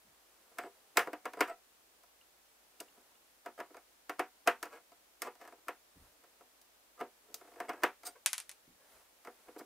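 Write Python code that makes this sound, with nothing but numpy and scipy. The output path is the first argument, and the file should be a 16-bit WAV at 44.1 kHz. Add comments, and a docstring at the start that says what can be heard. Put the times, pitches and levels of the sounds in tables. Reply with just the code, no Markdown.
"""A hand screwdriver backs small screws out of a metal flange on a hollow plastic housing on a workbench.
In the hiss of a small quiet room a sleeve brushes by and the bench thuds dully. The blade rattles and
knocks in the screw heads, the thread squeaks and grates by stick-slip, and the housing booms with each
contact. From 2.2 s the shaft chinks on the flange a few times. The turning goes on until a freed screw
bounces on the bench at 8.3 s; dull thuds, brushes and a few last knocks follow."""
import sys
import numpy as np
from scipy import signal
from scipy.fft import rfft, irfft, next_fast_len
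from scipy.io import wavfile

SR = 44100
rng = np.random.default_rng(int(sys.argv[2]) if len(sys.argv) > 2 else 0)


def materialize(psi):
    """Save the field psi as 16-bit PCM at rate SR to the path in sys.argv[1].

    A 1-D psi becomes a single channel; in a 2-D psi each row is a channel.
    """
    bounded = np.clip(np.atleast_2d(psi).T, -1, 1)
    quanta = np.round(bounded * 32767).astype(np.int16)
    wavfile.write(sys.argv[1], SR, quanta)


N = 425565
RING_S = np.arange(SR // 4) / SR  # time axis of one ring

# Steel shaft modes. Each row: frequency in Hz, relative level in dB, t60 in seconds.
SHAFT_MODES = [(4790, -3.5, 0.057), (7980, -4, 0.033), (8620, -3.5, 0.041), (13600, -8, 0.077)]
# Stereo width. Each row: frequency in Hz, side against mid in dB.
STEREO_WIDTH = [(100, -31), (300, -30), (1200, -18), (2400, -10.5), (4500, -9), (9000, -4), (15000, 0)]


def undb(db):
    """Decibels to gain."""
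    return 10 ** (np.asarray(db) / 20)


def unit(x):
    """Scale to a mean energy of one per channel."""
    return x / np.sqrt(np.mean(np.sum(x ** 2, axis=-1)))


def fade(t60_s):
    """Exponential decay of a ring."""
    return np.exp(-np.log(1000) * RING_S / t60_s)


def colour(x, points):
    """Minimum-phase filter through (Hz, dB) points."""
    size = next_fast_len(x.shape[-1] // 2 + 2048) * 2
    hz, db = np.transpose(points)
    bin_hz = np.arange(size // 2 + 1) * SR / size
    gain = undb(np.interp(np.log(bin_hz + 1), np.log(hz), db))
    cepstrum = irfft(np.log(gain))
    cepstrum[1:size // 2] *= 2
    cepstrum[size // 2 + 1:] = 0
    return irfft(rfft(x, size) * np.exp(rfft(cepstrum)), size)[..., :x.shape[-1]]


def diffuse(count, width):
    """Stereo noise, wider towards the treble."""
    mid, side = rng.standard_normal((2, count))
    return mid + np.array([[1], [-1]]) * colour(side, width)


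def butter(x, hz, kind="low", order=2):
    """Butterworth low-pass or high-pass."""
    return signal.sosfilt(signal.butter(order, min(hz, SR / 3), kind, fs=SR, output="sos"), x)


def add(out, start_s, sound):
    """Mix a sound in at start_s."""
    start = int(start_s * SR)
    out[:, start:start + sound.shape[1]] += sound[:, :N - start]


def modes(table, scatter_db, detune):
    """Decaying sines, weighted anew by each contact point."""
    hz, db, t60_s = np.transpose(table)[:, :, None]
    size, shift = rng.standard_normal((2, len(table), 1))
    sign = (-1) ** np.arange(len(table))[:, None]  # alternating signs let the ring build up
    sines = np.sin(2 * np.pi * hz * (1 + detune * shift) * RING_S)
    return unit(np.sum(sign * undb(db + scatter_db * size) * fade(t60_s) * sines, axis=0))


def cloud(t60_s):
    """Modes or reflections too dense to tell apart."""
    return unit(diffuse(len(RING_S), STEREO_WIDTH) * fade(t60_s))


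def excite(response, slips):
    """A slip train played through a ring, at unit energy."""
    return unit(signal.fftconvolve(np.atleast_2d(response), slips[None], axes=1))


def room_tone(noise_db=-68.5, hum_hz=53, hum_db=-88):
    """Steady hiss over a faint rumble and hum."""
    # Each row: frequency in Hz, relative level in dB.
    spectrum = [(20, -24), (50, -5), (120, -11.5), (300, -1), (650, 1), (1200, -2.5), (2500, -5),
                (6000, -7.5), (15000, -8.5)]
    # Each row: frequency in Hz, side against mid in dB.
    width = [(60, -3.5), (200, -5), (1000, -1), (4000, 0)]
    noise = colour(diffuse(N, width), spectrum)
    hum = undb(hum_db) * np.sin(2 * np.pi * hum_hz * np.arange(N) / SR)
    return noise * undb(noise_db) / np.std(noise.mean(axis=0)) + hum


def brushes(grain_db=1.0):
    """Sleeve and skin slide in soft, grainy swells."""
    # Each row: centre in seconds, half length in seconds, level in dB.
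    strokes = [(0.55, 0.62, -72), (2.97, 0.28, -72), (6.04, 0.091, -68.5), (7.47, 0.25, -69.5),
               (8.946, 0.1, -64.5), (9.418, 0.24, -69.5)]
    # Each row: frequency in Hz, relative level in dB.
    cloth_spectrum = [(100, -16), (500, 4.5), (1400, 0), (3000, -8.5), (7000, -11), (11000, -7),
                      (16000, -17)]
    t = np.arange(N) / SR
    swell = sum(undb(db) * np.exp(-((t - centre_s) / half_s) ** 2) for centre_s, half_s, db in strokes)
    grain = np.interp(t, np.linspace(0, t[-1], N // 256), rng.standard_normal(N // 256))
    friction = np.sqrt(N) * unit(colour(diffuse(N, STEREO_WIDTH), cloth_spectrum))
    return friction * swell * undb(-grain_db * grain)


def bench_thuds():
    """Low, dull thuds of the bench, some under hard knocks, some on their own."""
    # Each row: start in seconds, energy in dB, cut-off in Hz.
    thuds = [(0.043, -42, 246), (0.974, -40, 99), (1.406, -48, 100), (5.956, -31, 287), (5.99, -31.5, 85),
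             (8.673, -35, 294), (8.936, -45.5, 179)]
    out = np.zeros((2, N))
    for start_s, db, cutoff_hz in thuds:
        thud = butter(cloud(t60_s=0.26) * (1 - fade(t60_s=0.026)), cutoff_hz, order=4)
        add(out, start_s, undb(db) * unit(butter(thud, 40, "high")))
    return out


def housing(cutoff_hz):
    """Hollow shell: clear low modes, a clack of dense upper ones, the room; soft contacts lack the top."""
    # Each row: frequency in Hz, relative level in dB, t60 in seconds.
    shell_modes = [(244.8, -28.5, 0.18), (301.7, -16, 0.12), (360.3, -19, 0.13), (399, -19.5, 0.16),
                   (446, -13.5, 0.083), (488, -15.0, 0.14), (514.4, -15.5, 0.088), (571, -24, 0.17),
                   (623, -11.5, 0.052), (697.2, -7.5, 0.11), (744, -15, 0.17), (836, -19.5, 0.14),
                   (907.4, -22, 0.18), (972.3, -11.5, 0.12), (1060, -9, 0.031), (1092, -14.5, 0.1),
                   (1231, -8.5, 0.052), (1268, -21.5, 0.069), (1298, -7, 0.071), (1390, -8, 0.08),
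                   (1497, -18.5, 0.038), (1690, -7.5, 0.058), (1814, -9, 0.055), (2073, -7.5, 0.056),
                   (2184, -2, 0.053), (2552, -8.5, 0.1), (2800, -16.5, 0.11)]
    # Each row: frequency in Hz, relative level in dB.
    dense_spectrum = [(60, -35.5), (120, -36), (190, -24.5), (300, -14.5), (800, -9), (1300, -1), (1800, 1),
                      (2800, -1), (3900, -7.5), (7000, -11), (16000, -25)]
    clear = butter(modes(shell_modes, scatter_db=2.5, detune=0.003), 230, "high", order=4)
    clack = unit(cloud(t60_s=0.044) * (1 - fade(t60_s=0.011)))  # the blow takes a moment to spread
    room = undb(1) * cloud(t60_s=0.16)
    dense = unit(colour(clack + room, dense_spectrum))
    return butter(undb(-3) * clear + undb(1) * dense, cutoff_hz)


def steel():
    """Blade on screw head: a crack, a brief chatter, the room and the ringing shaft."""
    # Each row: frequency in Hz, relative level in dB.
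    tick_spectrum = [(300, -24.5), (1200, -8.5), (3000, -4), (5200, 3.5), (7500, 0), (9000, 0.5),
                     (10500, -1), (13500, -0.5), (16000, -4)]
    crack = undb(-14) * (RING_S == 0)
    chatter = cloud(t60_s=0.029)
    room = undb(-8.5) * cloud(t60_s=0.17)
    tick = unit(colour(crack + chatter + room, tick_spectrum))
    return tick + undb(-11) * modes(SHAFT_MODES, scatter_db=1.5, detune=0.0099)


def contact(shell_db, steel_db, base_hz=2872, steel_db_per_octave=14.5, force_db_per_octave=47):
    """Housing and steel sound together; a stronger or steelier contact is shorter, so brighter."""
    hardness_db = min(steel_db - shell_db, -13)  # no harder beyond this share of steel
    octaves = hardness_db / steel_db_per_octave + shell_db / force_db_per_octave
    return undb(shell_db) * housing(base_hz * 2 ** octaves) + undb(steel_db) * steel()


def rattles(rate_hz=41, scatter_db=3.5):
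    """The blade rattles unevenly in its slot while the fingers spin the shaft."""
    # Each row: start in seconds, end in seconds, mean housing level in dB.
    spins = [(0.495, 0.58, -28.5), (5.497, 5.66, -35.5), (6.098, 6.4, -37), (7.404, 7.57, -23)]
    out = np.zeros((2, N))
    for start_s, end_s, db in spins:
        for step_s in np.arange(start_s, end_s, 1 / rate_hz):
            shell_db = db + scatter_db * rng.standard_normal()
            add(out, step_s + rng.random() / rate_hz, contact(shell_db, steel_db=shell_db - 25))
    return out


def grate(length_s, shell_db, steel_db, slip_hz=420, scatter_db=6):
    """Stick-slip: an uneven run of tiny contacts that swells and dies."""
    count = max(int(length_s * slip_hz), 3)
    jitter, size = rng.standard_normal((2, 256))[:, :count]
    sign = rng.choice([-1, 1], 256)[:count]
    progress = (np.arange(count) + 0.5 + np.tanh(jitter) / 2) / count
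    slips = np.zeros(int(length_s * SR) + 1)
    slips[(progress * length_s * SR).astype(int)] = np.sin(np.pi * progress) * undb(scatter_db * size) * sign
    return signal.fftconvolve(contact(shell_db, steel_db), unit(slips)[None])


def knocks(lead_s=0.018):
    """The blade grates up the side of its slot, then drops back in."""
    # Each row: impact time in seconds, housing level in dB, steel level in dB.
    impacts = [(0.585, -6, -20), (0.635, -4.5, -39), (0.9709, 8, 0.5), (0.992, 3.5, -15.5),
               (1.0722, 1, -33.5), (1.131, -4, -27.5), (1.2545, -3, -23), (1.3342, -13.5, -29),
               (1.3713, -6, -39.5), (1.4068, 7, -9), (2.035, -31.5, -40), (2.8031, -25.5, -18),
               (2.806, -9, -40.5), (2.974, -16, -59), (3.4602, -6, -30), (3.481, -13, -45),
               (3.602, -4, -28.5), (3.705, -14.5, -52.5), (3.744, -14, -40), (3.768, -18, -35.5),
               (4.0949, -5, -21), (4.194, 3.5, -17.5), (4.474, 9.5, -7), (4.628, -8.5, -15.5),
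               (4.654, -11.5, -32.5), (4.919, -24.5, -44), (5.219, -7.5, -11.5), (5.353, -30, -40),
               (5.476, -19, -34.5), (5.5238, -14, -43.5), (5.683, -3.5, -22), (6.2374, -27.5, -43),
               (6.408, -20.5, -47), (6.615, -44, -36), (7.01, 5.5, -32), (7.3425, -25.5, -14),
               (7.602, -4.5, -25), (7.693, 0, -23.5), (7.733, -11, -37), (7.8344, 8.5, -9.5),
               (8.033, -21, -32), (9.249, -18.5, -34), (9.272, -5.5, -36.5), (9.483, -9.5, -46),
               (9.5626, -5.5, -45.5), (9.607, -2.5, -45.5)]
    out = np.zeros((2, N))
    for impact_s, shell_db, steel_db in impacts:
        lead_db = shell_db - 15
        add(out, impact_s - lead_s, grate(length_s=0.023, shell_db=lead_db, steel_db=lead_db - 25.5))
        add(out, impact_s, contact(shell_db, steel_db))
    return out


def squeaks(roughness=0.053, scatter_db=3.5):
    """The thread's slips fall into step, sing in the housing and keep the shaft ringing."""
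    # Each row: start in seconds, length in seconds, slip rate in Hz, housing and shaft energies in dB.
    slip_runs = [(0.585, 0.09, 709.5, -18.5, -36), (1.366, 0.1, 1000, -15.5, -30),
                 (1.472, 0.063, 661.5, -11, -35), (5.255, 0.03, 498.5, -16, -42),
                 (7.68, 0.015, 689, -12, -33), (8.042, 0.055, 721, -20.5, -19.5),
                 (8.15, 0.014, 488, -30, -58), (8.785, 0.073, 558, -38, -54)]
    out = np.zeros((2, N))
    for start_s, length_s, slip_hz, shell_db, shaft_db in slip_runs:
        jitter, size = rng.standard_normal((2, 128))
        times_s = np.cumsum(np.abs(1 + roughness * jitter)) / slip_hz
        force = np.sin(np.pi * times_s / length_s) * undb(scatter_db * size)
        inside = times_s < length_s
        slips = np.zeros(int(length_s * SR) + 1)
        slips[(times_s[inside] * SR).astype(int)] = force[inside]
        shaft = excite(modes(SHAFT_MODES, scatter_db=12, detune=0.0055), slips)
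        shell = excite(housing(cutoff_hz=605), slips)
        add(out, start_s, undb(shell_db) * shell + undb(shaft_db) * shaft)
    return out


def scrapes():
    """The thread grates as the screw turns."""
    # Each row: start in seconds, length in seconds, housing level in dB, steel level in dB.
    turns = [(0.64, 0.04, -11, -41), (1.464, 0.044, -11.5, -29), (3.573, 0.03, -6, -34),
             (4.687, 0.099, -12, -32.5), (5.236, 0.054, -3.5, -29.5), (5.388, 0.072, -13.5, -32.5),
             (6.964, 0.069, -12, -36), (7.19, 0.27, -14.5, -55), (7.548, 0.13, -7, -36),
             (7.717, 0.095, -13, -39), (8.045, 0.038, -17, -12), (9.577, 0.024, -24, -25.5)]
    out = np.zeros((2, N))
    for start_s, length_s, shell_db, steel_db in turns:
        add(out, start_s, grate(length_s, shell_db, steel_db))
    return out


def chinks():
    """Light touches of the shaft ring the small metal flange."""
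    # Each row: start in seconds, energy in dB.
    touches = [(2.212, -39), (2.801, -26.5), (2.884, -43), (3.153, -45)]
    # Each row: frequency in Hz, relative level in dB, t60 in seconds.
    flange_modes = [(2280, -5, 0.034), (2844, 6.5, 0.036), (3100, -2, 0.035), (3500, 0, 0.022)]
    out = np.zeros((2, N))
    for start_s, db in touches:
        add(out, start_s, undb(db) * modes(flange_modes, scatter_db=-6.5, detune=0.0194)[None])
    return out


def falling_screw():
    """Each bounce is a hard click, a short rap of the bench top and the room's answer."""
    # Each row: start in seconds, level in dB.
    bounces = [(8.261, -1), (8.3316, -8), (8.3808, -15), (8.4016, -21), (8.422, -39), (8.494, -22.5),
               (8.5148, -29)]
    # Each row: frequency in Hz, relative level in dB.
    spectrum = [(200, -38), (600, -12), (1500, -3), (2400, 1), (4000, -1.5), (6000, 2), (7800, 3),
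                (9300, 7), (10600, 5), (12000, 0.5), (13500, -5), (16000, -22)]
    out = np.zeros((2, N))
    for start_s, db in bounces:
        click = unit(colour(undb(5) * (RING_S == 0) + cloud(t60_s=0.0055), spectrum))
        bench = cloud(t60_s=0.071)
        room = undb(-7) * cloud(t60_s=0.2)
        rap = unit(butter(colour(bench + room, spectrum), 3600, order=1))
        add(out, start_s, undb(db) * (click + undb(-0.5) * rap))
    return out


def scene():
    """Everything at the bench, in stereo."""
    screwdriver = knocks() + scrapes() + squeaks() + chinks()
    return screwdriver + falling_screw() + bench_thuds() + brushes() + room_tone() + rattles()


def record(dry):
    """Steep low-pass at 15.5 kHz."""
    return signal.sosfilt(signal.ellip(8, 0.2, 70, 15500, fs=SR, output="sos"), dry)


dry = scene()
out = record(dry)
materialize(out)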